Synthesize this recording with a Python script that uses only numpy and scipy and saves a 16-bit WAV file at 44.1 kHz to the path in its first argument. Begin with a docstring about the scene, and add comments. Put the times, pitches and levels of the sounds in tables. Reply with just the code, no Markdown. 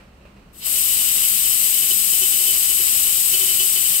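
"""An electric dental handpiece starts up in a quiet room, close to two unlike microphones.
Cooling air hisses first, then motor and gears whirr: shaped noise, partly shared by the two sides.
Each touch of the bur on a tooth model sounds the turning rate as sines, strongest at the eighth multiple.
Faint handling knocks are decaying modes; rustles are dying noise; room tone, rumble and hum lie below."""
import sys
import numpy as np
from scipy import signal
from scipy.fft import rfft, irfft, next_fast_len
from scipy.io import wavfile

SR = 44100
rng = np.random.default_rng(int(sys.argv[2]) if len(sys.argv) > 2 else 0)


def dump_mix(stems):
    """Bounce the given channels to the path in sys.argv[1] as a 16-bit WAV at rate SR."""
    frames = np.atleast_2d(stems).T  # one column per channel
    limited = np.clip(frames, -1, 1)  # hard clip at full scale
    pcm = np.round(limited * 32767).astype(np.int16)
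    wavfile.write(sys.argv[1], SR, pcm)


N = 176400

# Rise of the air hiss and of the whirr, each used relative to its median: time_s, level_db
AIR_RISE = [(.5, -95), (.528, -69), (.534, -52.5), (.59, -40), (.62, -39.5), (.665, -21.5), (.69, -21),
            (.75, -18.5), (1, -18), (2, -17.5), (3, -17.5), (4, -18)]
WHIRR_RISE = [(.5, -92), (.53, -78), (.545, -54), (.59, -52), (.62, -39), (.665, -31.5), (.75, -29.5),
              (1, -28), (2, -29), (3, -28), (4, -28.5)]
# Handpiece spectrum at each microphone, before the layer shapes: frequency_hz, density_db_per_hz
RUNNING_LEFT = [(430, -78.9), (600, -79.5), (1030, -77.1), (1460, -73.1), (1720, -69.1), (2070, -72.0),
                (2240, -69.6), (2410, -70.3), (2670, -64.5), (3100, -65.0), (3270, -68.0), (3700, -63.6),
                (4130, -66.5), (5250, -66.3), (5510, -70.5), (5860, -66.2), (6720, -62.8), (6800, -60.4),
                (7240, -56.4), (7490, -56.4), (7670, -50.3), (7920, -47.7), (8270, -50.3), (8440, -49.3),
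                (9040, -55.1), (9300, -53.2), (9990, -56.6), (10510, -54.7), (11020, -57.4), (11460, -55.6),
                (11710, -49.4), (11890, -48.7), (12230, -49.8), (12400, -53.3), (12750, -52.3),
                (13350, -58.0), (13780, -55.7), (14130, -60.3), (14380, -58.2), (14640, -60.6),
                (14810, -58.6), (15070, -59.5), (15420, -56.6), (15680, -59.2)]
RUNNING_RIGHT = [(430, -78.5), (600, -80.5), (950, -77.8), (1290, -72.4), (1810, -70.1), (2070, -65.7),
                 (2240, -66.8), (2410, -63.4), (2670, -64.2), (2780, -60.5), (2900, -59.5), (3010, -56.6),
                 (3170, -61.5), (3300, -63.5), (3530, -64.1), (3700, -62.4), (4130, -63.9), (4570, -60.6),
                 (4820, -63.8), (5170, -60.2), (5510, -67.0), (5940, -62.8), (6370, -63.2), (7060, -71.5),
                 (7240, -77.7), (7580, -73.8), (7750, -82.8), (8270, -86.4), (8700, -80.0), (8870, -80.5),
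                 (9040, -84.0), (9390, -77.5), (9990, -79.8), (10160, -76.9), (10340, -77.2),
                 (10510, -71.4), (10770, -71.8), (11020, -65.8), (11460, -68.2), (11710, -64.6),
                 (11970, -65.9), (12400, -59.3), (12750, -63.3), (13010, -59.0), (13350, -62.2),
                 (13780, -58.6), (14130, -62.2), (14380, -60.2), (15070, -63.6), (15500, -60.8),
                 (15680, -61.7)]
# Left-right likeness of the handpiece noise: frequency_hz, likeness (0 to 1)
RUNNING_ALIKE = [(400, .6), (1100, .45), (1600, .85), (2300, .45), (3000, .6), (3400, .2), (4000, .45),
                 (5200, .5), (6500, .35), (8000, .35), (12000, .55), (15500, .55)]
# Colour of the whirr over the handpiece spectra: frequency_hz, gain_db
WHIRR_COLOUR = [(60, -17), (150, -1), (300, -3), (450, -2), (800, 0.5), (1300, -0.5), (2000, 0.6),
                (3000, -0.42), (5000, -0.7)]
WHIRR_TOP_HZ = 5370  # whirr below, air hiss above
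AIR_GAIN_DB = 0.36  # over the handpiece spectra
AIR_FLUTTER_DB, WHIRR_FLUTTER_DB = .35, .65  # rms

# Paths to the right microphone: a direct lag and two bounces off nearby surfaces
RIGHT_LAG_S = 0.00036
# Extra delay of the two bounces: delay_s
BOUNCE_DELAYS = [.0018, .00233]
# First bounce against the direct sound: frequency_hz, level_db
BOUNCE_LEVEL = [(400, -30), (3000, -14), (7000, -8), (10000, 4), (15500, 5)]
# Phase lead at the right microphone: frequency_hz, lead_rad
RIGHT_LEAD = [(300, .6), (700, .85), (1550, .5), (2100, 1.0), (2900, .65), (4300, .35), (5200, -1.1),
              (6000, -2.4), (7000, -2.1)]

# Bur touches, levels before the side gains: start_s, length_s, buzz_db, turning_rate_db
TOUCHES = [(0.762, 0.045, -36, -60), (0.891, 0.052, -38.5, -64), (0.996, 0.038, -39, -69),
           (1.229, .043, -34, -59), (1.444, 0.025, -33.5, -51), (1.506, 0.035, -36.5, -63),
           (1.772, 0.025, -31.5, -61), (1.818, 0.026, -31.5, -51), (1.907, 0.02, -28.5, -42.5),
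           (2.129, 0.035, -33, -47.5), (2.21, 0.052, -26.5, -42.5), (2.327, 0.027, -29.5, -48),
           (2.386, 0.052, -35, -48.5), (2.46, 0.075, -31.5, -46.5), (2.555, 0.029, -43.5, -51),
           (2.7, 0.034, -32, -53), (2.793, 0.028, -33, -42), (2.974, 0.061, -38, -54.5),
           (3.053, 0.054, -35.5, -54), (3.329, 0.048, -26, -42), (3.396, 0.071, -31, -42),
           (3.47, 0.069, -31.5, -45.5), (3.594, 0.037, -24.5, -39.5), (3.623, 0.051, -31.5, -45.5),
           (3.754, 0.042, -32, -46.5), (3.85, 0.032, -33.5, -54), (3.94, 0.035, -33.5, -51)]
# Turning rate before sway and load: time_s, speed_turns_per_s
BUR_SPEED = [(.7, 371), (1.0, 373), (1.25, 378), (2.6, 378.5), (2.75, 374.5), (3.0, 372), (3.07, 378),
             (4, 378.5)]
# Multiples of the turning rate, gains on the buzz: multiple, left_db, right_db
BUZZ_MULTIPLES = [(2, -28, -27), (3, -26, -26), (4, -18, -21), (5, -19, -23), (6, -23, -24), (7, -9, -10),
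                  (8, -6, 4.5), (9, -18, -10), (12, -15, -9), (14, -16, -12), (17, -10, -10)]
TOUCH_PEAK_AT, TOUCH_SPREAD = 0.31, 1.4  # peak as a share of the length; stretch of both slopes
FREE_BUZZ_DB = -50  # faint buzz between touches, at the median whirr level
BUZZ_WOBBLE_DB, TURN_WOBBLE_DB = 2.2, 2.0  # rms
SPEED_SWAY, SAG_PER_LOAD = .0045, .13  # share of the speed: rms; per unit of buzz amplitude
TURN_PAN_DB, TURN_LAG_S = 2.1, 0.0001  # up on the left and down on the right; lag of the right

# Faint knocks of something handled, before the mode levels: start_s, level_db
KNOCKS = [(0.212, -47), (0.252, -44), (0.362, -49)]
# Ringing modes of a knock: frequency_hz, level_db, t60_s
KNOCK_MODES = [(564, 2.5, 0.041), (720, -19, 0.022), (2520, -12, .065), (2760, -11, 0.044)]
# Soft rustles and a surge as the motor starts, over the room tone before colouring: start_s, level_db
RUSTLES = [(-.02, 13.5), (0.212, 1), (0.253, 5.5), (0.365, 3), (.665, 16.5)]
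# Colour of the rustles against the room spectra: frequency_hz, gain_db
RUSTLE_COLOUR = [(200, -38), (450, -13), (600, 2), (800, -8), (1800, -5), (2500, 0), (3300, -3), (4200, -5),
                 (6000, -8), (8200, -5), (12000, -9)]
RUSTLE_T60_S = 0.37

# Room tone and microphone noise, before the bass roll-off: frequency_hz, density_db_per_hz
ROOM_LEFT = [(170, -75.5), (1210, -90.5), (2240, -96.5), (2760, -98), (3270, -101.9), (4130, -99.9),
             (5170, -106.3), (6890, -106.6), (8100, -99.6), (9300, -108.8), (10850, -109.9),
             (11890, -105.1), (12920, -110.8), (15680, -113.1)]
ROOM_RIGHT = [(170, -73), (340, -81), (690, -89), (1210, -85.5), (1550, -90), (2240, -92), (2760, -88),
              (3450, -99.5), (4130, -97), (5000, -101.2), (6370, -103.5), (7240, -111.6), (7920, -113.8),
              (15680, -113.2)]
# Left-right likeness of the room, floored at 0 in use: frequency_hz, likeness
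ROOM_ALIKE = [(60, 0.97), (130, 1), (290, 0.91), (640, 0.29), (1410, 0.047), (3100, 0.21), (6820, -0.03),
              (15000, -0.099)]
# Relative rumble spectrum, before roll-offs and scaling: frequency_hz, density_db_per_hz
RUMBLE = [(12, -35), (20, 10), (54, 14), (73, -26), (92, 6), (150, 3), (192, -10), (258, -25.5), (330, -14),
          (430, -40), (730, -120)]
RUMBLE_RMS_DB = -52.5  # both sides together
# Narrow hum bands: frequency_hz, rms_db, half_width_hz
HUMS = [(66, -54.5, 4.0), (199, -56.5, 7.0)]

CUTOFF_HZ, CEILING = 15760, 2.1  # treble limit; soft limit of the amplitude
PAD = next_fast_len(N + 4096)
HZ = np.maximum(np.arange(PAD // 2 + 1) * SR / PAD, 1)  # frequency of each spectral bin


def amp(db):
    """Decibels are twenty times the logarithm of amplitude."""
    return 10 ** (np.asarray(db) / 20)


def rms_one(x):
    """Dividing by the root mean square gives unit effective amplitude."""
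    return x / np.sqrt(np.mean(x ** 2) + 1e-20)


def in_time(rows):
    """Linear interpolation turns time points into a value for every sample."""
    time_s, value = np.transpose(rows)
    return np.interp(np.arange(N) / SR, time_s, value)


def over_hz(points):
    """Interpolation on logarithmic frequency turns spectral points into a value for every bin."""
    hz, value = np.transpose(points)
    return np.interp(np.log(HZ), np.log(hz), value)


def drift(rate_hz):
    """Two equal low-pass poles turn white noise into slow fluctuation of unit rms."""
    pole = np.exp(-2 * np.pi * rate_hz / SR)
    noise = rng.standard_normal(N + SR)
    slow = signal.lfilter([1], [1, -2 * pole, pole * pole], noise)
    return rms_one(slow[SR:])  # the first second lets the filter settle


def pair_noise(left, right, alike, path=1, shape=1):
    """Coherence: shared and separate noise mix by power, the shared part reaching the right by a path."""
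    shared, own_left, own_right = rfft(rng.standard_normal((3, PAD))) * np.sqrt(SR / 2)
    likeness = np.clip(over_hz(alike), 0, 1)
    common = np.sqrt(likeness) * shared
    apart = np.sqrt(1 - likeness)
    at_left = amp(over_hz(left)) * (common + apart * own_left)
    at_right = amp(over_hz(right)) * (common * path + apart * own_right)
    return irfft(np.array([at_left, at_right]) * shape, PAD)[:, :N]


def right_path():
    """Interference of direct sound and two bounces sets the phase at the right microphone."""
    direct = np.exp(1j * (over_hz(RIGHT_LEAD) - 2 * np.pi * HZ * RIGHT_LAG_S))
    first, second = [np.exp(-2j * np.pi * HZ * delay) for delay in BOUNCE_DELAYS]
    path = direct + amp(over_hz(BOUNCE_LEVEL)) * (first + second / 2)
    return path / np.abs(path)  # phase only: the colour is in the spectra


def running():
    """Broadband noise: air hiss above and motor whirr below a power crossover, each with its own rise."""
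    low = 1 / np.sqrt(1 + (HZ / WHIRR_TOP_HZ) ** 12)
    high = np.sqrt(1 - low ** 2)
    path = right_path()
    layers = [(AIR_RISE, amp(AIR_GAIN_DB) * high, AIR_FLUTTER_DB),
              (WHIRR_RISE, amp(over_hz(WHIRR_COLOUR)) * low, WHIRR_FLUTTER_DB)]
    out = 0
    for rise, shape, flutter_db in layers:
        db = in_time(rise)
        gain = amp(db - np.median(db) + flutter_db * drift(26.0))
        out = out + gain * pair_noise(RUNNING_LEFT, RUNNING_RIGHT, RUNNING_ALIKE, path, shape)
    return out


def touch_shape(start, length):
    """A squared-cosine envelope swells and fades with unequal slopes."""
    away = (np.arange(N) / SR - start) / length - TOUCH_PEAK_AT
    slope = np.where(away < 0, TOUCH_PEAK_AT, 1 - TOUCH_PEAK_AT)
    away = away / slope / TOUCH_SPREAD
    return np.cos(np.pi / 2 * np.clip(away, -1, 1)) ** 2


def bur():
    """Harmonic excitation: touches sound multiples of the turning rate, and their load slows the bur."""
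    whirr_db = in_time(WHIRR_RISE)
    buzz = amp(FREE_BUZZ_DB + whirr_db - np.median(whirr_db))
    turn = np.zeros(N)
    for start, length, buzz_db, turn_db in TOUCHES:
        shape = touch_shape(start, length)
        buzz += amp(buzz_db) * shape
        turn += amp(turn_db) * shape

    speed = in_time(BUR_SPEED) * (1 + SPEED_SWAY * drift(38.5) - SAG_PER_LOAD * buzz)
    turns = np.cumsum(speed) / SR
    rate = np.median(speed)

    # sqrt(2) turns an rms level into a sine peak
    turn = np.sqrt(2) * turn * amp(TURN_WOBBLE_DB * drift(38))
    turn_left = amp(TURN_PAN_DB) * np.sin(2 * np.pi * turns)
    turn_right = amp(-TURN_PAN_DB) * np.sin(2 * np.pi * (turns - rate * TURN_LAG_S))
    out = turn * np.array([turn_left, turn_right])

    lead = over_hz(RIGHT_LEAD)
    right_turns = turns - rate * RIGHT_LAG_S
    for multiple, left_db, right_db in BUZZ_MULTIPLES:
        start = rng.random()  # starting phase in cycles
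        level = np.sqrt(2) * buzz * amp(BUZZ_WOBBLE_DB * drift(28))
        left_phase = 2 * np.pi * (multiple * turns + start)
        right_phase = 2 * np.pi * (multiple * right_turns + start) + np.interp(multiple * rate, HZ, lead)
        out[0] += amp(left_db) * level * np.sin(left_phase)
        out[1] += amp(right_db) * level * np.sin(right_phase)
    return out


def knocks():
    """Modal ringing: each knock excites the same decaying sines, each with a strength of its own."""
    t, out = np.arange(N) / SR, np.zeros(N)
    for start, db in KNOCKS:
        since = np.maximum(t - start, 0)
        for hz, mode_db, t60 in KNOCK_MODES:
            strength_db = db + mode_db + rng.normal(0, 1.8)
            decay = amp(strength_db - 60 * np.minimum(since / t60, 3))
            out += decay * np.sin(2 * np.pi * hz * since) * (since < 3 * t60)
    return out


def rustles():
    """Exponential decay: sudden puffs of coloured noise die away in the room."""
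    t, level = np.arange(N) / SR, np.zeros(N)
    for start, db in RUSTLES:
        since = np.maximum(t - start, 0)
        level += amp(db - 60 * since / RUSTLE_T60_S) * (t >= start)
    return level * pair_noise(ROOM_LEFT, ROOM_RIGHT, ROOM_ALIKE, shape=amp(over_hz(RUSTLE_COLOUR)))


def hum():
    """Narrow-band noise: the narrower the resonance, the slower a hum wavers."""
    out = np.zeros(N)
    for hz, db, half_width in HUMS:
        resonance = 1 / (1 + ((HZ - hz) / half_width) ** 2)
        band = irfft(rfft(rng.standard_normal(PAD)) * resonance, PAD)[:N]
        out += amp(db) * rms_one(band)
    return out


def room():
    """Stationary background: room tone, low rumble and wavering hum add as independent noise."""
    tone = pair_noise(ROOM_LEFT, ROOM_RIGHT, ROOM_ALIKE, shape=np.minimum(HZ / 170, 1) ** 2)
    rumble_shape = np.minimum(HZ / 25, 1) ** 2 * np.minimum(200 / HZ, 1) ** 3
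    rumble = rms_one(pair_noise(RUMBLE, RUMBLE, ROOM_ALIKE, shape=rumble_shape))
    return tone + amp(RUMBLE_RMS_DB) * rumble + hum()


def scene():
    """Superposition: the sources add at the two microphones."""
    return running() + bur() + knocks() + rustles() + room()


def record(dry):
    """Saturation rounds the peaks, then an elliptic low-pass cuts the treble steeply."""
    rounded = CEILING * np.tanh(dry / CEILING)
    cut = signal.ellip(14, .3, 62, CUTOFF_HZ, fs=SR, output="sos")
    return signal.sosfilt(cut, rounded)


dry = scene()
out = record(dry)
dump_mix(out)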